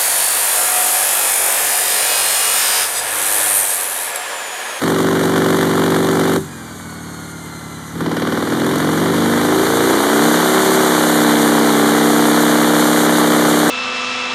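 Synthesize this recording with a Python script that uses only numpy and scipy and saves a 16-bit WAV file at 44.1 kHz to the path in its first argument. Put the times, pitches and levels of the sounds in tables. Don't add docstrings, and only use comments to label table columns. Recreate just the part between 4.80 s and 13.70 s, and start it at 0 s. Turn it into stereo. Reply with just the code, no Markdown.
import sys
import numpy as np
from scipy import signal
from scipy.fft import rfft, irfft
from scipy.io import wavfile
from scipy.ndimage import uniform_filter1d

SR = 44100
rng = np.random.default_rng(int(sys.argv[2]) if len(sys.argv) > 2 else 0)


def waveform_to_disk(signal):
    frames = np.transpose(np.atleast_2d(signal))
    scaled = np.clip(frames, -1, 1) * 32767
    samples = np.round(scaled).astype(np.int16)
    wavfile.write(sys.argv[1], SR, samples)


N = 392490
T = np.arange(N) / SR
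SIZE = 2 ** 19
FREQ = np.arange(SIZE // 2 + 1) * SR / SIZE

# t/s, four-stroke cycle rate f/Hz
ENGINE_SPEED = [(0.0, 24.0), (1.56, 23.97), (1.7, 21.2), (2.1, 18.92), (2.85, 18.0), (3.1, 17.95),
                (3.3, 18.75), (3.5, 19.4), (3.8, 21.07), (5.0, 29.28), (5.6, 34.46), (5.9, 34.93),
                (6.45, 33.12), (6.95, 32.49), (7.5, 33.14), (8.1, 33.47), (8.9, 33.49)]
# opens t/s, shuts t/s
THROTTLE_OPENINGS = [(-1, 1.565), (3.1, 10)]
# f/Hz, width/Hz, relative level/dB at the left port, at the right port
PIPE_MODES = [(78, 2.7, -14, -25.5), (97.7, 15.6, -5, -39), (118.6, 15.4, -9, -33), (140, 5, -1, 3.5),
              (168.85, 20.3, 4, -18), (212.6, 10.9, 7, 0), (229.65, 12.67, 7.5, -10),
              (268.5, 14, -8.5, -1.5), (298.84, 18.5, -3, 5), (330.54, 9.7, -1.5, 4),
              (385.76, 10.47, 3.5, 1.5), (424, 14, -9, -10), (462, 18, -2.3, 0.3)]
# f/Hz, width/Hz
LATE_MODES = [(156, 27), (198, 18), (288, 48), (348, 37), (380, 39)]
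# f/Hz, phase/rad
PORT_PHASE = [(60, 7), (125, 2.74), (170, 4.88), (230, 3.307), (300, 1.784), (385, 1.407), (470, 2),
              (650, 1.7), (900, 1), (1300, .3)]
# f/Hz, width/Hz, level/dB at the left port, at the right port
HEADER_MODES = [(537, 28, 7.5, 11.7), (603, 10, 3.5, 8), (637.0, 44.6, 0.9, 7.8), (694, 10.7, 3, 10),
                (751.9, 54.6, 5.2, -1.3), (815, 9, 8, 6), (839.5, 14.5, 0.4, 3.3), (864.6, 9, 2, 5),
                (921.6, 70.0, -0.5, -1.7), (1116.1, 70.0, -2.7, -2.3), (1205.1, 10.0, -1.2, -0.1),
                (1270.0, 70.0, -5.1, -5.0), (1323.5, 19.9, 1.2, 1.1), (1460.0, 70.0, -4.6, -5.5)]
# delay t/s, relative level/dB
WALL_ECHOES = [(0, -1.5), (.003, 1), (.0085, -13), (0.011, -8), (0.018, -7)]
# f/Hz, relative spectral level/dB
RASP_COLOUR = [(50, -15.5), (120, 3.5), (250, 4.5), (450, 2.5), (700, -1.5), (1300, -2.8), (2000, -5),
               (3000, -7), (4200, -17), (5500, -12.5), (9000, -53), (14000, -54)]
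# f/Hz, relative spectral level/dB
HISS_COLOUR = [(1000, -9.5), (2500, -1), (4000, 1.5), (5400, -5), (7500, 3.6), (9500, 2), (12000, -0.5),
               (14000, -2.5)]
# t/s, level/dB before their common gain
EXHAUST_TICKS = [(1.5345, -8), (3.8637, -14), (3.9566, -9.5), (3.9809, -10.5)]
# t/s, level/dB before their common gain
FIRST_BURNS = [(3.206, -16), (3.261, -13), (3.316, -14), (3.368, -12), (3.421, -13)]
# multiple of the tooth rate, mean level/dB
BELT_HARMONICS = [(2, -44), (3, -41.5), (6, -47.5), (9, -51), (10, -57), (12, -55)]
# t/s, f/Hz
TOOTH_RATE = [(1.6, 850), (1.88, 772), (2.1, 735), (2.55, 704), (2.95, 677), (3.2, 667)]

# level/dB at full throttle and cruising speed, level/dB per octave
# of speed, level/dB in the coast, power of the cylinder filling, release t/s
BOOM_LAW = (-17, 6.5, -36, 0.48, 0.0239)
RASP_LAW = (-21.9, 7.8, -35.8, 4.5, 0.009)
HOWL_LAW = (-8.7, 12, -37, 3, 0.014)
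HISS_LAW = (-33, 15, -41.5, 13, 0.04)
# cycle rate f/Hz, half width/Hz, level/dB
PIPE_TUNING = (30.2, 2.54, 1.46)
CRACK_SHARE = (0.46, -0.72)
# level/dB at cruising speed, level/dB per octave
BURN_SCATTER = (.7, -2.5)
# level/dB at steady speed, level/dB per Hz/s of acceleration
CYLINDER_LEAN = (1, -0.5)
# first cylinder level/dB, second cylinder level/dB
CATCH_DB = (-18, 2)
# starts f/Hz, complete f/Hz
BARK_FADE_HZ = [23.72, 31.5]

CRUISE_HZ = 24
START_TURN, VEE_GAP = .56, .44
JITTER_S, CRANK_SHAKE = .00004, .0012
OPEN_S, SHUT_S = .06, 0.03
CATCH_S = 0.268
CATCH_SHARE = .15
BITE_POWER = 3
BOOM_FULL_HZ = 28.98
SWELL_S, SWELL_DB = 0.1, -16
BARK_DB, BARK_FAST_DB = 2.7, -13.5
PULL_SMOOTH_S = 0.46
PULL_SMEAR = 0.095
COAST_HISS_HZ, COAST_HISS_WIDTH_HZ = 7500, 6500
PORT_LAG_S = 1 / 2620
TOP_HZ = 14000


def burns(turns, cycle_hz, throttle):
    scatter_db = np.maximum(at_speed(cycle_hz, *BURN_SCATTER), 0)
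    cylinders = firings(turns + CRANK_SHAKE * scatter_db * walk(30), JITTER_S)
    cylinders = cylinders * np.sqrt(SR / cycle_hz / 2) * undb(scatter_db * walk(51))
    return cylinders * undb(np.outer(CATCH_DB, lacking(throttle)))


def firings(turns, jitter_s):
    trains = np.zeros((2, N))
    for train, offset in zip(trains, (0, VEE_GAP)):
        cycles = np.arange(int(turns[-1]) + 1) + offset
        when = np.interp(cycles, turns, T, left=-1, right=-1)
        at = ((when + jitter_s * rng.standard_normal(len(when))) * SR).astype(int)
        train[at[(at >= 0) & (at < N)]] = 1
    return trains


def blows(pulses, throttle, cycle_hz, coast_hz=120, coast_db=16.0, short_hz=150, short_db=3,
          low_rev_hz=26, high_rev_hz=32):
    fast = np.clip((cycle_hz - low_rev_hz) / (high_rev_hz - low_rev_hz), 0, 1)
    short = filtered(pulses, causal(undb(short_db) * abs(1 - lowpass(short_hz)) ** 4))
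    soft = filtered(pulses, undb(coast_db) * lowpass(coast_hz) ** 2)
    hard = np.sqrt(1 - fast) * pulses + np.sqrt(fast) * short
    return throttle * hard + (1 - throttle) * soft


def boom(push, bass_hz=72, top_hz=1500, edge_hz=520, gain_db=4.3):
    bass_cut = 1 + (bass_hz / (FREQ + 1)) ** 8
    body = causal(np.sqrt(mode_power(PIPE_MODES) / bass_cut) * abs(lowpass(top_hz)) ** 2)
    body = body / np.sqrt(1 + (FREQ / edge_hz) ** 24)
    for hz, width in LATE_MODES:
        body = body * (1 - 2 * resonance(hz, width))
    body[1] *= np.exp(-1j * over_hz(PORT_PHASE))
    return filtered(push, -undb(gain_db) * body / np.sqrt(np.mean(abs(body) ** 2)))


def pipe_lift(cycle_hz):
    tuned_hz, width_hz, lift_db = PIPE_TUNING
    return lift_db * np.exp(-((cycle_hz - tuned_hz) / width_hz) ** 2)


def swell(pulses, hz=170, width_hz=55):
    unburnt = np.maximum(filling(SWELL_S / 4) - filling(SWELL_S, 2), 0)
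    return undb(SWELL_DB) * unburnt * filtered(pulses, abs(resonance(hz, width_hz)))


def howl(cylinders, low_hz=495, top_hz=1350, far_db=-10):
    bass_cut = 1 + (low_hz / (FREQ + 1)) ** 24
    gain = np.sqrt(mode_power(HEADER_MODES) / bass_cut) * abs(lowpass(top_hz))
    body = gain * np.exp(1j * np.angle(causal(gain.mean(axis=0))))
    body[1] *= np.exp(-1j * over_hz(PORT_PHASE))
    return filtered(undb(far_db) * cylinders[0] + cylinders[1], body)


def shock(pulses, return_s=0.003014, return_db=-3, low_hz=90, tail_hz=200, top_hz=1700):
    suction = 1 - undb(return_db) * np.exp(-2j * np.pi * FREQ * return_s) * lowpass(top_hz)
    front = (1 - lowpass(low_hz)) ** 2 * lowpass(tail_hz) * lowpass(top_hz) ** 2
    return unit(filtered(pulses, suction * front))


def gas_envelope(pulses, share, fade_hz=150, rise_hz=1500):
    echoes = sum(undb(db) ** 2 * np.exp(-2j * np.pi * FREQ * s) for s, db in WALL_ECHOES)
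    power = np.maximum(filtered(pulses ** 2, echoes * lowpass(fade_hz) * lowpass(rise_hz)), 0)
    return np.sqrt(share * power / power.mean() + 1 - share)


def turbulence(grain_db, grain_hz):
    return unit(rng.standard_normal((2, N)) * undb(grain_db * walk(grain_hz)))


def slap(pulses, t60=0.035):
    scatter = rng.standard_normal((2, N // 8)) * undb(-60 * T[:N // 8] / t60)
    return unit(filtered(pulses, rfft(scatter, SIZE) * (1 - lowpass(430)) ** 2))


def ticks(decay_s=0.0041, gain_db=-8):
    return noise_bursts(EXHAUST_TICKS, decay_s, gain_db, HISS_COLOUR)


def coughs(decay_s=0.008, gain_db=-2):
    return noise_bursts(FIRST_BURNS, decay_s, gain_db, RASP_COLOUR)


def noise_bursts(table, decay_s, gain_db, colour):
    envelope = sum(undb(db + gain_db) * (T >= s) * np.exp(-abs(T - s) / decay_s) for s, db in table)
    return coloured(envelope * rng.standard_normal((2, N)), colour)


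def belt(throttle, flutter=0.03, waver_db=3.5):
    tooth_hz, = curves(TOOTH_RATE)
    tooth = np.cumsum(tooth_hz) / SR + flutter * walk(20.6)
    song = np.zeros((2, N))
    for port in song:
        for multiple, db in BELT_HARMONICS:
            phase = 2 * np.pi * round(multiple) * tooth + rng.uniform(0, 2 * np.pi)
            port += undb(db + waver_db * walk(24)) * np.sin(phase)
    return song * (1 - throttle)


def workshop(x, t60=0.095, wet_db=-11):
    t = T[:SR // 2]
    tail = rng.standard_normal((2, len(t))) * np.exp(-np.log(1000) * t / t60)
    tail /= np.sqrt(np.sum(tail ** 2, axis=1, keepdims=True))
    return x + undb(wet_db) * filtered(x, rfft(tail, SIZE))


def widen(x, left_hz=5000, right_hz=11000):
    late = np.exp(-2j * np.pi * FREQ * PORT_LAG_S)
    feed = np.array([1 / (1 + (FREQ / left_hz) ** 8), 1 / (1 + (FREQ / right_hz) ** 2)])
    spectrum = rfft(x, SIZE)
    return irfft((spectrum - feed * late * spectrum[::-1]) / np.sqrt(1 + feed ** 2))[:, :N]


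def filling(open_s, power=1, shut_s=SHUT_S):
    full = np.zeros(N)
    for opens, shuts in THROTTLE_OPENINGS:
        rise = (1 - np.exp(-np.maximum(T - opens, 0) / open_s)) ** power
        full += rise * np.exp(-np.maximum(T - shuts, 0) / shut_s)
    return full


def lacking(throttle):
    return throttle - filling(CATCH_S)


def pulling(cycle_hz):
    return np.maximum(uniform_filter1d(np.gradient(cycle_hz) * SR, int(PULL_SMOOTH_S * SR)), 0)


def at_speed(cycle_hz, value, per_octave):
    return value + per_octave * np.log2(cycle_hz / CRUISE_HZ)


def loudness(law, cycle_hz):
    full_db, octave_db, coast_db, power, release_s = law
    drive = filling(OPEN_S, power, release_s)
    full = undb(at_speed(cycle_hz, full_db, octave_db))
    return 20 * np.log10(drive * full + (1 - drive) * undb(coast_db))


def undb(db):
    return 10 ** (np.asarray(db) / 20)


def unit(x):
    return x / np.sqrt(np.mean(x ** 2))


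def curves(table):
    s, *columns = np.transpose(table)
    return [np.interp(T, s, c) for c in columns]


def over_hz(table):
    hz, value = np.transpose(table)
    return np.interp(np.log(FREQ + 1), np.log(hz), value)


def resonance(hz, width):
    return 1 / (1 + 1j * (FREQ - hz ** 2 / (FREQ + 1)) / width)


def mode_power(table):
    return sum(undb(ports)[:, None] ** 2 * abs(resonance(hz, width)) ** 2 for hz, width, *ports in table)


def causal(gain):
    cepstrum = irfft(np.log(gain + 1e-6))
    cepstrum[..., 1:SIZE // 2] *= 2
    cepstrum[..., SIZE // 2 + 1:] = 0
    return np.exp(rfft(cepstrum))


def filtered(x, response):
    return irfft(rfft(x, SIZE) * response)[..., :N]


def lowpass(hz):
    return 1 / (1 + 1j * FREQ / hz)


def coloured(x, table):
    return filtered(x, causal(unit(undb(over_hz(table)))))


def walk(hz):
    return unit(filtered(rng.standard_normal(N), lowpass(hz) ** 2))


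def scene():
    cycle_hz, = curves(ENGINE_SPEED)
    throttle, bite, pull = filling(OPEN_S), filling(OPEN_S, BITE_POWER), pulling(cycle_hz)
    boom_db = loudness(BOOM_LAW, np.minimum(cycle_hz, BOOM_FULL_HZ)) + pipe_lift(cycle_hz)
    rasp_db = loudness(RASP_LAW, cycle_hz)
    hiss_db = loudness(HISS_LAW, cycle_hz)

    turns = START_TURN + np.cumsum(cycle_hz) / SR
    cylinders = burns(turns, cycle_hz, throttle)
    share = np.clip(bite * at_speed(cycle_hz, *CRACK_SHARE) * (1 - PULL_SMEAR * pull), 0, .98)
    lean_db = CYLINDER_LEAN[0] + CYLINDER_LEAN[1] * pull
    crack_db = np.array([lean_db, -lean_db]) / 2 + 1.3 * walk(30.5)
    cracks = (cylinders * undb(crack_db)).sum(axis=0)
    rasp_share = np.clip(share + CATCH_SHARE * bite * lacking(throttle), 0, .98)
    bursts = gas_envelope(cracks, rasp_share)

    push = cylinders.sum(axis=0) + undb(-25) * throttle * bursts * rng.standard_normal(N)
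    exhaust = boom(blows(push, throttle, cycle_hz) * undb(boom_db) + swell(push))
    headers = howl(cylinders * undb(loudness(HOWL_LAW, cycle_hz)))

    bark_db = rasp_db + BARK_DB + np.interp(cycle_hz, BARK_FADE_HZ, [0, BARK_FAST_DB])
    bark = shock(cracks) * bite * np.maximum(1 - PULL_SMEAR * pull / 2, 0) * undb(bark_db)

    rasp = bursts * turbulence(grain_db=2.0, grain_hz=398) + undb(-9) * bite * slap(cracks)
    rasp = coloured(rasp * undb(rasp_db + 3.7 - 0.84 * share), RASP_COLOUR)

    hiss = gas_envelope(cracks, share * 1.047) * turbulence(grain_db=0.5, grain_hz=600)
    hiss = hiss * undb(0.86 * walk(19.5))
    whirr = filtered(hiss, abs(resonance(COAST_HISS_HZ, COAST_HISS_WIDTH_HZ)))
    hiss = throttle * hiss + (1 - throttle) * whirr
    hiss = coloured(hiss * undb(hiss_db + 6.5), HISS_COLOUR)

    gas = workshop(rasp + hiss + ticks() + coughs())
    return exhaust + headers + widen(bark + gas + belt(throttle))


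def record(dry):
    rounded = dry / (1 + (abs(dry) / 1.02) ** 8) ** (1 / 8)
    return signal.sosfilt(signal.ellip(12, .2, 70, TOP_HZ, fs=SR, output="sos"), rounded)


dry = scene()
out = record(dry)
waveform_to_disk(out)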